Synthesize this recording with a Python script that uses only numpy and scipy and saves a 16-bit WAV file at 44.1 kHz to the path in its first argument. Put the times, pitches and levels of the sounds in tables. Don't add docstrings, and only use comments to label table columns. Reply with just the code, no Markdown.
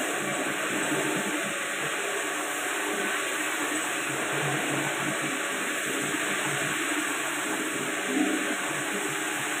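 import sys
import numpy as np
from scipy import signal
from scipy.fft import rfft, irfft
from scipy.io import wavfile
from scipy.ndimage import uniform_filter1d

SR = 44100
rng = np.random.default_rng(int(sys.argv[2]) if len(sys.argv) > 2 else 0)


def int16_out(signal):
    q = np.round(np.clip(np.atleast_2d(signal).T, -1, 1) * 32767)
    wavfile.write(sys.argv[1], SR, q.astype(np.int16))


N = 423360
TIME = np.arange(N) / SR
FREQS = np.maximum(np.fft.rfftfreq(N, 1 / SR), 1)


def from_db(db):
    return 10 ** (np.asarray(db) / 20)


def rms_one(x):
    return x / np.sqrt(np.mean(x ** 2) + 1e-20)


def in_time(rows):
    times, *columns = np.transpose(rows)
    return [np.interp(TIME, times, column) for column in columns]


def bell(offset, half_width):
    return np.exp(-2 * (offset / half_width) ** 2)


def filtered(x, gain):
    return irfft(rfft(x) * gain, N)


def coloured(x, spectrum):
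    hz, db = np.transpose(spectrum)
    gain_db = np.interp(np.log(FREQS), np.log(hz), db, left=-120, right=-120)
    return rms_one(filtered(x, from_db(gain_db)))


def resonate(x, modes):
    power = sum((from_db(db) / (1 + ((FREQS - hz ** 2 / FREQS) / width) ** 2)) ** 2
                for hz, width, db in modes)
    return rms_one(filtered(x, np.sqrt(power)))


def drift(rate_hz):
    return rms_one(filtered(rng.standard_normal(N), 1 / (1 + (FREQS / rate_hz) ** 2)))


def grains(per_s, spread_db):
    born = rng.random(N) < per_s / SR
    sizes = from_db(spread_db * np.minimum(rng.exponential(1, N), 5))
    return rms_one(born * sizes * rng.choice([-1, 1], N))


def swells(starts, lengths, peaks_db, rest_db, attack_s=0.022, release_s=0.039):
    coarse_time = TIME[::40]
    power = 0
    for start, length, db in zip(starts, lengths, peaks_db):
        end = start + length
        corners = [start - attack_s / 2, start + attack_s / 2, end - release_s / 2, end + release_s / 2]
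        power += (from_db(db) * np.interp(coarse_time, np.sort(corners), [0, 1, 1, 0])) ** 2
    rest = from_db(rest_db + 2 * drift(rate_hz=43))
    return 10 * np.log10(rest ** 2 + np.interp(TIME, coarse_time, power))


def panel(part, level_db):
    note_hz, note_width_hz, rattle_hz, rattle_width_hz, share_db = part
    note = resonate(rng.standard_normal(N), [(note_hz, note_width_hz, 0)])
    note /= np.sqrt(uniform_filter1d(note ** 2, size=1400) + 0.038)
    rattle = resonate(grains(per_s=2500, spread_db=1.5), [(rattle_hz, rattle_width_hz, 0)])
    rattle /= np.sqrt(uniform_filter1d(rattle ** 2, size=2400) + 0.012)
    share = np.clip(from_db(share_db - 0.69 * (level_db - level_db.mean())), 0, 0.85)
    return from_db(level_db) * (np.sqrt(1 - share ** 2) * note + share * rattle)


# note in Hz, its width in Hz, rattle in Hz, its width in Hz, rattle share in dB.
BOOM_PART = (142.5, 4.4, 147, 52, 1.3)
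LOW_PART = (198, 6.2, 223, 71, 4.9)
LOOSE_PART = (266, 9, 256, 54, -6)
MAIN_PART = (303.5, 17, 326, 57, -2)
HIGH_PART = (405, 19.5, 392, 99, 2)
# time in seconds, level in dB.
DRONE_DB = [(0.0, -41), (2.75, -45.5), (4.81, -38), (5.91, -46), (6.09, -40), (8.53, -41.5), (8.58, -48),
            (8.62, -38.5), (9.6, -42.5)]
# start and length in seconds, boom and low panel levels in dB.
SHUDDER_EVENTS = [(0.21, 0.15, -42, -41.5), (0.47, 0.07, -48, -41.5), (0.693, 0.19, -49.5, -43),
                  (0.91, 0.11, -39.5, -43), (1.042, .06, -42, -45), (1.161, 0.043, -40.5, -32),
                  (1.26, 0.048, -49, -35.5), (1.435, 0.08, -43, -39.5), (1.81, 0.067, -39, -61),
                  (2.923, 0.18, -69, -43), (4.084, 0.1, -40.5, -48), (4.206, 0.049, -48, -44),
                  (4.327, 0.07, -36, -50), (4.424, .14, -33.5, -50), (4.57, 0.054, -52, -39.5),
                  (4.708, 0.18, -39, -47), (5, 0.14, -41, -41.5), (5.22, 0.088, -44, -46),
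                  (5.503, 0.19, -66, -43), (5.868, 0.05, -42, -45), (6.01, 0.11, -43.5, -48),
                  (6.29, 0.047, -45, -41), (6.462, 0.11, -38.5, -52), (6.615, 0.12, -38.5, -48),
                  (7.503, 0.14, -66, -46), (7.728, 0.15, -47, -44.5), (8.134, 0.16, -74, -45.5),
                  (8.42, 0.13, -70, -42.5), (8.68, 0.17, -44.5, -57), (8.933, 0.058, -57, -39.5),
                  (9.088, 0.043, -40, -53), (9.39, 0.047, -44.5, -54)]
# start and length in seconds, loose, main and high panel levels in dB.
GROAN_EVENTS = [(0, 0.022, -34, -35, -47), (0.384, 0.038, -35, -36, -40), (0.453, 0.08, -42.5, -38, -49),
                (0.722, 0.13, -44, -35.0, -41), (0.912, 0.033, -54, -24.5, -40),
                (1.028, 0.16, -55, -34, -42), (1.29, 0.1, -52, -32.5, -50), (2.836, 0.27, -54, -40.5, -45),
                (3.587, 0.074, -59, -32, -57), (3.714, 0.083, -53, -32.5, -47),
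                (4.196, 0.022, -39, -42, -39), (4.62, 0.22, -44, -37, -46), (5.065, 0.04, -49, -32, -58),
                (5.236, 0.03, -35, -33, -52), (5.286, 0.088, -37.5, -54, -58),
                (5.497, 0.27, -45.5, -55, -46), (5.9, 0.16, -38.5, -39, -40.5),
                (6.131, 0.031, -46, -33, -51), (6.783, 0.067, -62, -33, -63),
                (6.914, 0.022, -60, -29.5, -61), (6.972, 0.037, -60, -28.5, -58),
                (7.107, 0.023, -62, -32, -51), (7.46, 0.23, -41.5, -38.5, -41),
                (7.73, 0.19, -42, -41, -41.5), (8.085, 0.14, -32.5, -45, -37),
                (8.168, 0.071, -26.5, -24.5, -47), (8.25, 0.13, -38, -30, -34.5),
                (8.38, 0.085, -47, -34, -44), (8.488, 0.05, -38, -31, -35), (8.934, 0.13, -61, -57, -37)]
# frequency in Hz, relative level in dB.
SLAB_SPECTRUM = [(15, -13), (45, -8), (62, -7), (78, 8), (105, 0), (135, 14), (200, -30)]


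def casing():
    drone_db, = in_time(DRONE_DB)
    starts, lengths, boom_peaks, low_peaks = np.transpose(SHUDDER_EVENTS)
    boom_db = swells(starts, lengths, boom_peaks, drone_db - 16)
    boom = panel(BOOM_PART, boom_db)
    low = panel(LOW_PART, swells(starts, lengths, low_peaks, drone_db - 16.5))
    starts, lengths, loose_peaks, main_peaks, high_peaks = np.transpose(GROAN_EVENTS)
    loose = panel(LOOSE_PART, swells(starts, lengths, loose_peaks, drone_db - 21))
    main = panel(MAIN_PART, swells(starts, lengths, main_peaks, drone_db))
    high = panel(HIGH_PART, swells(starts, lengths, high_peaks, drone_db - 9))
    slab_db = -71.5 + 0.76 * (boom_db - boom_db.mean())
    slab = from_db(slab_db) * coloured(rng.standard_normal(N), SLAB_SPECTRUM)
    return boom + low + loose + main + high + slab


# multiple of shaft speed, level in dB.
DRIVE_TONES = [(8, -65), (9, -52), (20, -55.5), (34, -53), (35, -62)]
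WHINE_ORDERS = (6, 12, 17, 22, 25)
# time in seconds, level in dB.
WHINE_CURVES_DB = [
    [(0, -54.5), (2.3, -57), (2.55, -67), (4.0, -67), (6.7, -50.5), (6.85, -74), (7.7, -58), (8.2, -45.5),
     (8.5, -47), (8.7, -59)],
    [(0, -63), (1.05, -43.5), (1.55, -54), (2.15, -42), (2.55, -55), (3.0, -39), (3.55, -55.5), (4.6, -43),
     (5.0, -57), (5.95, -43.5), (7.25, -63.5), (7.85, -56), (8.3, -39), (8.7, -58), (9.0, -38.5),
     (9.55, -58)],
    [(0, -52), (0.3, -49), (1.9, -45), (2.5, -54), (3.7, -51.5), (4.5, -63), (5.5, -48), (6.5, -55),
     (6.9, -58), (8.65, -47), (9.55, -61)],
    [(0, -51), (0.35, -43), (0.75, -53), (2.05, -63), (2.35, -44.5), (3.0, -47), (3.35, -54), (3.7, -50),
     (4.8, -48), (5.9, -65), (6.5, -47), (7.7, -72), (8.2, -41.5), (8.75, -60), (9.55, -47)],
    [(0, -57), (8.4, -59), (8.8, -50.5), (9.6, -48)],
]


def drive(shaft_hz=33.25):
    shaft_turns = np.cumsum(shaft_hz * (1 + 0.00353 * drift(3.3))) / SR
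    tones = [(order, db + 4.3 * drift(0.43)) for order, db in DRIVE_TONES]
    for order, curve in zip(WHINE_ORDERS, WHINE_CURVES_DB):
        tones.append((order, in_time(curve)[0] + 2.8 * drift(11)))
    hum = 0
    for order, db in tones:
        turns = order * shaft_turns + rng.random() + 0.14 * drift(5.5)
        hum += from_db(db) * np.sin(2 * np.pi * turns)
    return np.sqrt(2) * hum


def moving_echoes(x, echo_db, count=4):
    delays_s = np.geomspace(0.004, 0.018, count) * rng.uniform(0.85, 1.15, count)
    echoes = sum(np.interp(TIME - delay - 0.001024 * drift(0.29), TIME, x, left=0, right=0)
                 for delay in delays_s)
    return rms_one(x + from_db(echo_db) * echoes)


# frequency in Hz, relative level in dB.
RUB_SPECTRUM = [(290, -11), (380, 0.5), (450, 0.5), (505, -3.5), (590, -0.5), (650, 1), (750, -4),
                (790, -14.5), (880, -17)]
RASP_SPECTRUM = [(960, -44), (1060, -15.5), (1130, -3.5), (1340, -3), (1560, 0), (1880, -1.5), (2060, -4.5),
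                 (2400, -3), (2700, -6), (2790, -4), (3000, -9.5), (3330, -9.5), (3950, -14.5), (5200, -44)]
# time in seconds, rub level in dB, rasp level in dB.
PRESSURE_DB = [(0.0, -34.5, -33), (0.25, -36.5, -34), (0.6, -38.5, -32.5), (1.05, -35.5, -32),
               (1.6, -42, -33), (2.0, -39.5, -32), (2.48, -39, -34.5), (2.7, -41.5, -32), (2.9, -40, -34),
               (3.12, -40, -31), (3.5, -42.5, -32), (4.17, -40, -33), (4.35, -35, -31.5), (4.8, -37.5, -32),
               (5.4, -40.5, -32.6), (5.85, -41.5, -32.5), (6.3, -41, -31), (6.65, -40, -31.5),
               (6.95, -43, -31), (7.25, -42, -32.5), (7.68, -42.5, -34), (8.05, -43, -33),
               (8.4, -40, -32.5), (8.8, -41.5, -33.5), (9.05, -46, -33.5), (9.6, -45, -32)]
# frequency in Hz, width in Hz, relative level in dB.
HEAD_MODES = [(584, 46, -0.5), (637, 23, -3), (678, 18, -3), (720, 39, -0.5), (1123, 31, 1.5),
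              (1153, 5.7, 5), (1572, 81, 1)]
STONE_MODES_HZ, STONE_WIDTH_HZ = (1426, 1537, 1656, 1760, 1857, 2324), 54


def grinding():
    rub_db, rasp_db = in_time(PRESSURE_DB)
    rub_gain = from_db(rub_db + 1.2 * drift(15))
    coarse = coloured(grains(per_s=4000, spread_db=0), RUB_SPECTRUM)
    rub = rub_gain * moving_echoes(coarse, echo_db=-7)
    head_db = -43 + 0.17 * (rub_db - rub_db.mean())
    head = from_db(head_db) * resonate(grains(per_s=4000, spread_db=3.5), HEAD_MODES)
    fine = coloured(grains(per_s=14000, spread_db=1.5), RASP_SPECTRUM)
    rasp = moving_echoes(fine, echo_db=-15)
    for hz in STONE_MODES_HZ:
        ring_gain = from_db(-23.5 + 5.5 * drift(4.1))
        rasp += ring_gain * resonate(grains(per_s=3000, spread_db=2), [(hz, STONE_WIDTH_HZ, 0)])
    return rub + head + from_db(rasp_db) * rasp


# frequency in Hz, relative level in dB.
SCRAPE_SPECTRUM = [(690, -23), (780, 9), (818, -4), (832, 4.5), (841, 13), (852, 3), (868, 6.5), (886, 8),
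                   (915, 5.5), (1000, 2), (1070, 8.5), (1250, -38)]
# time in seconds, level in dB.
SCRAPE_DB = [(0.0, -46.5), (0.65, -45.5), (0.9, -44.5), (1.25, -47), (1.55, -53), (1.8, -46), (2.7, -45),
             (3.3, -45), (3.55, -42.5), (4.05, -45.5), (4.35, -43), (5.1, -44.5), (5.82, -46.5),
             (6.55, -45), (7.35, -42.5), (7.9, -45.5), (8.3, -48), (8.65, -44.5), (9.6, -45.5)]


def scrape():
    level_db = in_time(SCRAPE_DB)[0] + 2.5 * drift(15)
    return from_db(level_db) * coloured(grains(per_s=4000, spread_db=-1), SCRAPE_SPECTRUM)


# frequency in Hz, relative level in dB.
HISS_SPECTRUM = [(4000, -28), (5400, -11), (6030, -11.5), (6180, -4.5), (6350, -6), (6800, -1), (7600, 0.5),
                 (7980, 0), (8300, 0.5), (8750, 0.5), (9250, -7.5), (10500, -35)]
SPRAY_SPECTRUM = [(8500, -39), (9400, -0.5), (9900, 4), (10700, -0.5), (11400, -5), (12200, -1.5),
                  (12950, 0), (13700, -8), (14050, -7), (15200, -1), (16000, 2)]
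# time in seconds, hiss level in dB, spray level in dB.
SLURRY_DB = [(0.0, -39, -45), (0.35, -41, -50.0), (1.05, -39, -46), (1.6, -41, -49.5), (2.35, -39.5, -47.5),
             (2.55, -39, -44), (3.05, -40, -48), (3.35, -38.5, -45.5), (3.9, -39, -46), (4.2, -40, -48),
             (5.5, -40, -48.5), (5.8, -39.5, -45.5), (6.3, -38.6, -47.0), (6.95, -39, -46.5),
             (7.6, -40, -46), (8.0, -40.5, -50.0), (9.0, -40.0, -47), (9.3, -39, -46), (9.6, -39, -46)]
# time in seconds, level in dB.
SIZZLE_DB = [(0, -50), (.9, -48), (1.6, -51), (3.8, -47), (4.4, -49.5), (5.5, -49), (5.9, -43.5),
             (7.35, -44.5), (8.0, -50), (9.6, -46)]
SQUEAK_HZ = 7990


def slurry(sweeps_per_s=12):
    hiss_db, spray_db = in_time(SLURRY_DB)
    hiss = from_db(hiss_db) * coloured(grains(per_s=20000, spread_db=2.1), HISS_SPECTRUM)
    spray = from_db(spray_db) * coloured(grains(per_s=32000, spread_db=3.5), SPRAY_SPECTRUM)
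    sizzle = resonate(grains(per_s=1500, spread_db=3.5), [(SQUEAK_HZ, 420, 0), (SQUEAK_HZ, 70, -2)])
    sizzle *= from_db(in_time(SIZZLE_DB)[0] + 1.3 * drift(32))
    sweep_db = 0.34 * np.sin(2 * np.pi * np.cumsum(sweeps_per_s + 0.29 * drift(1.5)) / SR)
    water = (hiss + sizzle) * from_db(0.5 * drift(15)) + spray * from_db(0.59 * drift(16))
    return water * from_db(sweep_db)


def hall(x, wet_db, t60_s=0.61):
    t = TIME[:int(1.5 * SR)]
    tail = rng.standard_normal(len(t)) * from_db(-60 * t / t60_s) * (t > 0.008)
    return x + from_db(wet_db) * signal.fftconvolve(x, tail / np.linalg.norm(tail))[:N]


# peak time in seconds, level in dB, half-width in seconds.
SQUEAK_EVENTS = [(.345, -38, .026), (0.647, -43, .03), (0.836, -32, 0.015), (3.762, -33, 0.019),
                 (3.85, -49, .06)]


def squeaks():
    catches = sum(from_db(db) * bell(TIME - peak_s, width_s) for peak_s, db, width_s in SQUEAK_EVENTS)
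    note = np.sqrt(2) * np.sin(2 * np.pi * np.cumsum(SQUEAK_HZ + 35 * drift(157)) / SR)
    return hall(note * catches, wet_db=-3)


# peak time and half-width in seconds, centre in Hz, dip in dB,
# glide in octaves per second.
HOLLOW_EVENTS = [(.65, 0.13, 810, -6, 0), (1.557, 0.12, 950, -2, -2), (3.194, 0.14, 740, -10, 9),
                 (5.82, 0.11, 880, -12, 0), (6.05, .14, 1080, -4.5, -1), (6.78, 0.064, 580, -18, -5),
                 (6.97, 0.053, 567, -7, -6), (7.348, 0.078, 510, -10, 2), (7.68, 0.099, 705, -16, 3),
                 (8.256, 0.19, 940, -8, -3), (8.577, 0.042, 420, -8, 5)]


def hollowed(x, half_width_octaves=0.42):
    hz, t, spectra = signal.stft(x, SR, nperseg=1024)
    octave = np.log2(np.maximum(hz, 1))[:, None]
    dips_db = 0
    for peak_s, width_s, centre_hz, db, glide in HOLLOW_EVENTS:
        centre_octave = np.log2(centre_hz) + glide * (t - peak_s)
        dips_db += db * bell(t - peak_s, width_s) * bell(octave - centre_octave, half_width_octaves)
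    return signal.istft(spectra * from_db(dips_db), SR)[1][:N]


# peak time and half-width in seconds, pitch in Hz, level in dB.
RING_EVENTS = [(1.1, 0.47, 885, -44.5), (1.87, .06, 2920, -46), (3.07, .07, 1510, -35),
               (3.47, 0.091, 2590, -40), (4.02, 0.16, 2560, -40), (8.45, 0.082, 1766, -38)]


def stone_rings():
    waver_hz = 28 * drift(59.2)
    rings = 0
    for peak_s, width_s, hz, db in RING_EVENTS:
        note = np.sqrt(2) * np.sin(2 * np.pi * np.cumsum(hz + waver_hz) / SR)
        rings += from_db(db) * bell(TIME - peak_s, width_s) * note
    return rings


def scene():
    machine = casing() + drive() + hollowed(grinding() + scrape()) + slurry() + squeaks() + stone_rings()
    return np.array([machine, machine])


def record(dry):
    notch_hz, notch_width_hz, notch_db, cutoff_hz = 4793, 342, -49, 15550
    notch = from_db(notch_db * np.exp(-((FREQS - notch_hz) / notch_width_hz) ** 2))
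    lowpass = np.clip((cutoff_hz - FREQS) / 80, 0, 1)
    return filtered(dry, notch * lowpass)


dry = scene()
out = record(dry)
int16_out(out)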